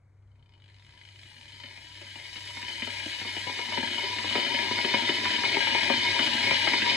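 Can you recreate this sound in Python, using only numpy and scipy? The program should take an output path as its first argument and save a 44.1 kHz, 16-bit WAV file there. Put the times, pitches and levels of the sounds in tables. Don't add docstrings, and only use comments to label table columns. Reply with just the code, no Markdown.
import sys
import numpy as np
from scipy import signal
from scipy.fft import rfft, irfft
from scipy.io import wavfile
from scipy.ndimage import uniform_filter1d

SR = 44100
rng = np.random.default_rng(int(sys.argv[2]) if len(sys.argv) > 2 else 0)


def dump_mix(stems):
    frames = np.atleast_2d(stems).T
    limited = np.clip(frames, -1, 1)
    pcm = np.round(limited * 32767).astype(np.int16)
    wavfile.write(sys.argv[1], SR, pcm)


N = 306936
TIME = np.arange(N) / SR

# start_s, sizzle_db, finest_bubbles_db
BOILING = [(0.0, -76, -87), (0.56, -61, -76), (0.81, -57, -62.5), (1.28, -51.5, -51.5), (2.0, -48.5, -47),
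           (2.54, -42.5, -39), (2.95, -39.5, -37.5), (4.63, -32, -35), (5.46, -29.5, -34.5),
           (6.67, -28, -32.5), (6.96, -28.5, -34)]


def amp(db):
    return 10 ** (np.asarray(db) / 20)


def unit(x):
    return x / np.sqrt(np.mean(x ** 2) + 1e-20)


def read(points, hz):
    point_hz, value = np.transpose(points)
    return np.interp(np.log(hz + 1), np.log(point_hz + 1), value)


def curves(rows):
    s, *columns = np.transpose(rows)
    return [np.interp(TIME, s, column) for column in columns]


def cut(x, hz, kind, order=2):
    return signal.sosfilt(signal.butter(order, hz, kind, fs=SR, output="sos"), x)


def ring(x, response):
    return signal.oaconvolve(x, response)[:N]


def add(mix, s, sound):
    part = mix[max(round(s * SR), 0):][:len(sound)]
    part += sound[:len(part)]


def kettle_body(size=8192):
    # pitch_hz, width_hz, level_db
    mode_table = [(233.7, 30, -4.5), (280.5, 112, -7.5), (352, 29, -9), (404, 28, -11), (570.6, 56, -12),
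                  (673, 80, -16), (864, 54, -12.5), (940.3, 42, -3), (983.7, 34, -3.5), (1625, 36, -4.5),
                  (1694, 58, -7.5), (1760, 11, -7), (1910, 58, -7.5), (2030, 70, -2.5), (2189, 54, 1),
                  (2393, 34, -2), (2432, 29, 0), (2938, 62, -2), (3012, 58, -0.5), (3073, 140, -4),
                  (3276, 77, -7), (3655, 93, -3.5), (3916, 73, -7.5), (4030, 130, -12), (4182, 117, -5),
                  (4510, 66, -11), (4800, 82, -8), (5056, 230, -10)]
    # frequency_hz, level_db
    shell_table = [(30, -42), (100, 3), (135, -9.5), (185, -28), (480, -25), (780, -23.5), (1100, -25.5),
                   (1350, -19.5), (1500, -19), (1750, -9.5), (2500, -6.5), (2700, -18), (3200, -10.5),
                   (4200, -10.5), (5500, -19.5), (7000, -26), (8700, -29.5), (9300, -31), (11500, -30.5)]
    hz = abs(np.fft.fftfreq(size, 1 / SR))
    power = amp(read(shell_table, hz)) ** 2
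    for mode_hz, width_hz, db in mode_table:
        detuning = (hz - mode_hz) / width_hz
        power = power + amp(db) ** 2 / (1 + 2 * detuning ** 2) ** 2
    spectrum = np.exp(np.conj(signal.hilbert(np.log(power) / 2)))
    response = np.fft.ifft(spectrum).real[:size // 2]
    return response / np.linalg.norm(response)


def with_knock(body, dry_db):
    return body + amp(dry_db) * signal.unit_impulse(len(body))


def splash(t60, size=1500):
    return rng.standard_normal(size) * np.exp(-np.log(1000) * np.arange(size) / SR / t60)


def crest(x, size=176):
    return x / np.sqrt(uniform_filter1d(x ** 2, size).max())


def blow(colour, t60, flutter_db):
    flutter = splash(t60)
    flutter *= amp(flutter_db) / np.linalg.norm(flutter)
    collapse = signal.unit_impulse(len(flutter)) + flutter
    return crest(signal.fftconvolve(colour, collapse))


def strikes(s, db):
    samples = np.clip(np.round(s * SR).astype(int), 0, N - 1)
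    return np.bincount(samples, amp(db), N)


def collapses(per_s, spread_db, size=6001):
    sizes = amp(spread_db * np.clip(rng.standard_normal(N), -2.5, 2.5))
    signs = rng.choice([-1, 1], N)
    clicks = sizes * signs * (rng.random(N) < per_s / SR)
    power = uniform_filter1d(uniform_filter1d(clicks ** 2, size), size // 2)
    return clicks / np.sqrt(abs(power) + 1e-6)


def scatter(clicks, colour, t60):
    keep = np.exp(-2 * np.log(1000) / SR / t60)
    power = signal.lfilter([1 - keep], [1, -keep], clicks ** 2 + 1e-20)
    return ring(np.sqrt(power) * rng.standard_normal(N), colour / np.linalg.norm(colour))


def early_ticks(body, level_db=-1.0, low_hz=900, top_hz=5500, dry_db=-9, t60=.018, flutter_db=2):
    # start_s, level_db
    tick_table = [(.174, -76), (.224, -75), (.276, -77), (.317, -70), (.357, -65), (.395, -65), (.426, -61),
                  (.46, -63), (.493, -60), (.522, -62), (.537, -57), (.551, -62), (.578, -62), (.601, -59),
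                  (0.621, -54.5), (0.641, -54), (.66, -53), (0.68, -56), (.688, -52), (.7, -53), (.72, -58),
                  (.744, -51.5), (.765, -54), (.785, -55), (.797, -51), (.824, -52), (0.848, -52),
                  (.866, -51), (.892, -50), (.907, -53), (0.924, -50.5), (.938, -51), (.952, -55),
                  (.976, -50), (.99, -51), (1.014, -45.5), (1.036, -50), (1.052, -46), (1.076, -51),
                  (1.088, -45.5), (1.123, -56), (1.159, -47), (1.192, -43), (1.215, -48), (1.233, -42),
                  (1.264, -48), (1.287, -48), (1.316, -51), (1.342, -50), (1.365, -52), (1.382, -47),
                  (1.412, -43), (1.43, -47), (1.456, -46), (1.48, -45), (1.5, -48), (1.521, -47),
                  (1.543, -48), (1.563, -49), (1.601, -41.5), (1.659, -41), (1.686, -43)]
    colour = cut(cut(with_knock(body, dry_db), low_hz, "high"), top_hz, "low")
    out = np.zeros(N)
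    for s, db in tick_table:
        add(out, s, blow(colour, t60, flutter_db) * amp(db + level_db))
    return out


def hot_spots(body, level_db=25, quickening=.3, jitter=.1, spread_db=2.5,
              low_hz=900, top_hz=6000, t60=0.024, count=600):
    # start_s, first_ticks_per_s, level_db
    spot_table = [(1.58, 32, -57), (1.71, 18.8, -47.5), (1.899, 32, -54.5), (2.329, 26, -43),
                  (2.551, 48, -53.5)]
    clicks = np.zeros(N)
    for start, per_s, db in spot_table:
        slip, size = rng.standard_normal((2, count))
        even = np.cumsum(np.exp(jitter * slip)) / per_s
        s = start + np.log1p(quickening * (even - even[0])) / quickening
        heard = s < TIME[-1]
        clicks += strikes(s[heard], db + level_db + spread_db * size[heard])
    return scatter(clicks, cut(body, [low_hz, top_hz], "band", order=1), t60)


def sizzle(body, level_db=1, spread_db=1.5, low_hz=520, top_hz=6200, t60=0.0058, surge_db=0.66, surge_hz=14):
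    first_per_s, doubling_s = 600, 2.2
    cold_db, warm_s = -37, .68
    per_s = first_per_s * 2 ** (TIME / doubling_s)
    share_db = cold_db * np.exp(-TIME / warm_s)
    colour = cut(cut(body, low_hz, "high", order=1), top_hz, "low")
    surges = unit(cut(rng.standard_normal(N), surge_hz, "low"))
    level = amp(curves(BOILING)[0] + share_db + level_db + surge_db * surges)
    return scatter(collapses(per_s, spread_db) * level, colour, t60)


def pops(body, thump_db=-1, ring_db=-2, snap_db=-4, dry_db=-7, low_hz=190, dull_hz=520,
         ring_hz=770, snap_hz=1480, top_hz=3000, lag_s=0.00204, flutter_db=8):
    # start_s, thump_db, ring_db, snap_db
    pop_table = [(1.636, -48, -52.5, -37), (1.775, -55, -52, -43), (2.012, -47, -48, -38),
                 (2.156, -48.5, -42.5, -37), (2.359, -50.0, -45, -35), (2.504, -64.0, -45.5, -46.5),
                 (2.57, -46, -38, -35), (2.628, -43.5, -43, -29), (2.692, -55, -55, -35),
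                 (2.751, -53, -52, -34.5), (2.821, -36, -42, -24), (2.846, -61, -58, -32),
                 (2.871, -39.5, -40, -34), (3.057, -33.5, -43, -33), (3.131, -57, -48, -36),
                 (3.213, -40, -40, -28), (3.249, -41.5, -38.5, -33), (3.365, -38.0, -37, -26.5),
                 (3.467, -34.5, -43.5, -35), (3.495, -37.5, -33.5, -39), (3.589, -33.5, -34.5, -23.5),
                 (3.685, -41, -38, -30.5), (3.722, -40, -31.5, -25.5), (3.774, -30, -28.5, -21.5),
                 (3.829, -30.5, -29.5, -35), (3.874, -43, -48, -26), (3.981, -56, -36, -32),
                 (4.032, -38.5, -41.0, -43), (4.185, -42, -43, -23), (4.242, -33, -34, -39),
                 (4.31, -41, -31.5, -31.5), (4.353, -27.5, -23.5, -20), (4.379, -29, -43, -31),
                 (4.464, -40, -51, -23), (4.544, -36, -50, -24), (4.589, -34.5, -40.0, -19.5),
                 (4.647, -36.5, -41, -35.0), (4.71, -28.5, -27.5, -34.0), (4.785, -34.5, -30, -40),
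                 (4.846, -28, -34, -20), (4.939, -23, -26.5, -19), (5.021, -32, -40, -32.0),
                 (5.09, -27, -30, -21), (5.253, -36.5, -27, -20), (5.308, -36.0, -38, -23),
                 (5.335, -38.5, -42, -21), (5.358, -46, -38, -28), (5.435, -33, -26, -25.0),
                 (5.543, -33, -40, -18.5), (5.568, -25.5, -25.5, -21), (5.67, -38.5, -27.5, -23),
                 (5.702, -39, -34, -28), (5.747, -28.5, -29, -19.5), (5.83, -38, -34, -26),
                 (5.899, -23.5, -22.5, -43), (5.936, -33, -46, -23), (6.192, -30.5, -22, -17.5),
                 (6.271, -34, -28, -31.5), (6.348, -32, -38, -37), (6.438, -34, -46, -23),
                 (6.509, -29, -23, -16.5), (6.673, -30.0, -21, -24), (6.735, -28, -25.5, -19),
                 (6.819, -32, -39, -16.5), (6.861, -36, -28, -29), (6.914, -41, -33, -21)]
    snap_t60, thump_t60 = .04, .04
    struck = with_knock(body, dry_db)
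    low = cut(cut(struck, [low_hz, ring_hz], "band", order=3), dull_hz, "low", order=1)
    wall = cut(struck, [ring_hz, snap_hz], "band")
    high = cut(struck, [snap_hz, top_hz], "band")
    out = np.zeros(N)
    for s, low_db, wall_db, high_db in pop_table:
        add(out, s, blow(high, snap_t60, flutter_db) * amp(high_db + snap_db))
        add(out, s, blow(wall, snap_t60, flutter_db) * amp(wall_db + ring_db))
        add(out, s + lag_s, blow(low, thump_t60, flutter_db) * amp(low_db + thump_db))
    return out


def simmer(body, level_db=-2, per_s=260, spread_db=1.5, low_hz=180, top_hz=1000, t60=0.0015):
    # start_s, level_db
    simmer_table = [(0, -93), (.6, -70), (1.5, -67.5), (2.3, -99), (3.8, -46.5), (5.5, -40), (6.96, -39)]
    clicks = collapses(per_s, spread_db) * amp(curves(simmer_table)[0] + level_db)
    colour = cut(cut(body, low_hz, "high", order=2), top_hz, "low", order=4)
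    return scatter(clicks, colour, t60)


def fizz(body, level_db=-9, per_s=3000, spread_db=4, low_hz=6000, t60=0.019):
    clicks = collapses(per_s, spread_db) * amp(curves(BOILING)[1] + level_db)
    return scatter(clicks, cut(body, low_hz, "high", order=3), t60)


def squeaks(rise_hz_per_s=27000, rough=.02, rough_hz=400):
    # start_s, length_s, start_pitch_hz, level_db
    squeak_table = [(1.28, .045, 8400, -67), (1.343, .04, 8600, -68)]
    out = np.zeros(N)
    for s, length, start_hz, db in squeak_table:
        t = np.arange(0, length, 1 / SR)
        waver = unit(cut(rng.standard_normal(N), rough_hz, "low"))[:len(t)]
        hz = (start_hz + rise_hz_per_s * t) * (1 + rough * waver)
        swell = np.sin(np.pi * t / length)
        add(out, s, amp(db) * swell * np.sin(2 * np.pi * np.cumsum(hz) / SR))
    return out


def echoes(wet_db=-8, near_db=-5, near_t60=0.1, low_hz=300, size=16384):
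    # frequency_hz, t60_s
    decay_table = [(150, .25), (1000, .22), (3000, .16), (10000, .14)]
    # frequency_hz, share (0-1)
    likeness_table = [(100, 1), (330, 0.83), (550, 0), (2000, 0), (4200, 0), (6700, 0.33), (7600, 1),
                      (9500, 0), (12000, 0.96)]
    hz, t, noise = signal.stft(rng.standard_normal((2, size)), SR, nperseg=256)
    decay = amp(-60 * t / read(decay_table, hz)[:, None])
    tail = signal.istft(noise * decay, SR, nperseg=256)[1][:, :size]
    near = np.array([splash(near_t60, size), splash(near_t60, size)])
    both = (amp(wet_db) * unit(tail) + amp(near_db) * unit(near)) / np.sqrt(size)
    left, other = rfft(cut(both, low_hz, "high", order=1))
    alike = np.clip(read(likeness_table, np.fft.rfftfreq(size, 1 / SR)), 0, 1)
    right = alike * left + np.sqrt(1 - alike ** 2) * other
    return irfft(np.array([left, right]))


def kitchen(x, direct_db=-1.5, roam_hz=3, count=4):
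    out = amp(direct_db) * np.array([x, x])
    shares = cut(rng.standard_normal((count, N)), roam_hz, "low")
    for share in shares / np.linalg.norm(shares, axis=0):
        out += [ring(x * share, port) for port in echoes()]
    return out


def fridge(motor_hz=97.7, beat_hz=2.26, loudest_s=0.28, mains_db=-9):
    # start_s, level_db
    hum_table = [(0, -57.5), (1.9, -58), (2.7, -54), (6.9, -54)]
    turns = motor_hz * TIME
    motor = np.sin(2 * np.pi * turns)
    mains = amp(mains_db) * np.sin(2 * np.pi * (turns + beat_hz * (TIME - loudest_s)))
    return unit(motor + mains) * amp(curves(hum_table)[0])


def room_air(level_db=-63, apart_db=-16):
    # frequency_hz, density_db (per Hz)
    air_table = [(20, -18), (45, -17), (65, -3.5), (85, -13), (112, -13.5), (134, -6), (165, -21.5),
                 (300, -29), (600, -32.5), (1400, -36.5), (1900, -39), (2200, -33), (2700, -54),
                 (6000, -53), (12000, -59)]
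    spectrum = amp(read(air_table, np.fft.rfftfreq(N, 1 / SR)))
    shared, left, right = irfft(rfft(rng.standard_normal((3, N))) * spectrum, N)
    return amp(level_db) * (unit(shared) + amp(apart_db) * unit(np.array([left, right])))


def scene():
    body = kettle_body()
    ticking = early_ticks(body) + hot_spots(body)
    boiling = sizzle(body) + pops(body) + simmer(body) + fizz(body)
    return kitchen(ticking + boiling + squeaks()) + fridge() + room_air()


def record(dry):
    # frequency_hz, left_minus_right_db
    balance_table = [(40, 3), (100, 1.5), (200, 3), (330, 4.5), (420, 8.5), (540, 11), (730, 11.5),
                     (950, 8.5), (1300, 0), (1600, 4), (2300, 2), (2950, 10.5), (3600, 1.5), (5300, 4),
                     (8000, -1.5), (12000, 1)]
    # frequency_hz, left_lead_radians
    phase_table = [(300, 0), (780, -1.3), (1100, -.2), (1500, 0), (2300, -.9), (3450, -1), (4200, -.7),
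                   (4800, -2.7), (5400, -2.2), (6400, -.3), (8000, -.3), (10000, -1.9), (12000, -2.9)]
    edge_hz = 12300
    hz = np.fft.rfftfreq(2 * N, 1 / SR)
    sides = np.array([[.5], [-.5]])
    ports = amp(sides * read(balance_table, hz)) * np.exp(1j * sides * read(phase_table, hz))
    heard = irfft(rfft(dry, 2 * N) * ports)[:, :N]
    band_limit = signal.firwin(255, edge_hz, window=("kaiser", 9), fs=SR)
    return signal.oaconvolve(heard, band_limit[None], "same")


dry = scene()
out = record(dry)
dump_mix(out)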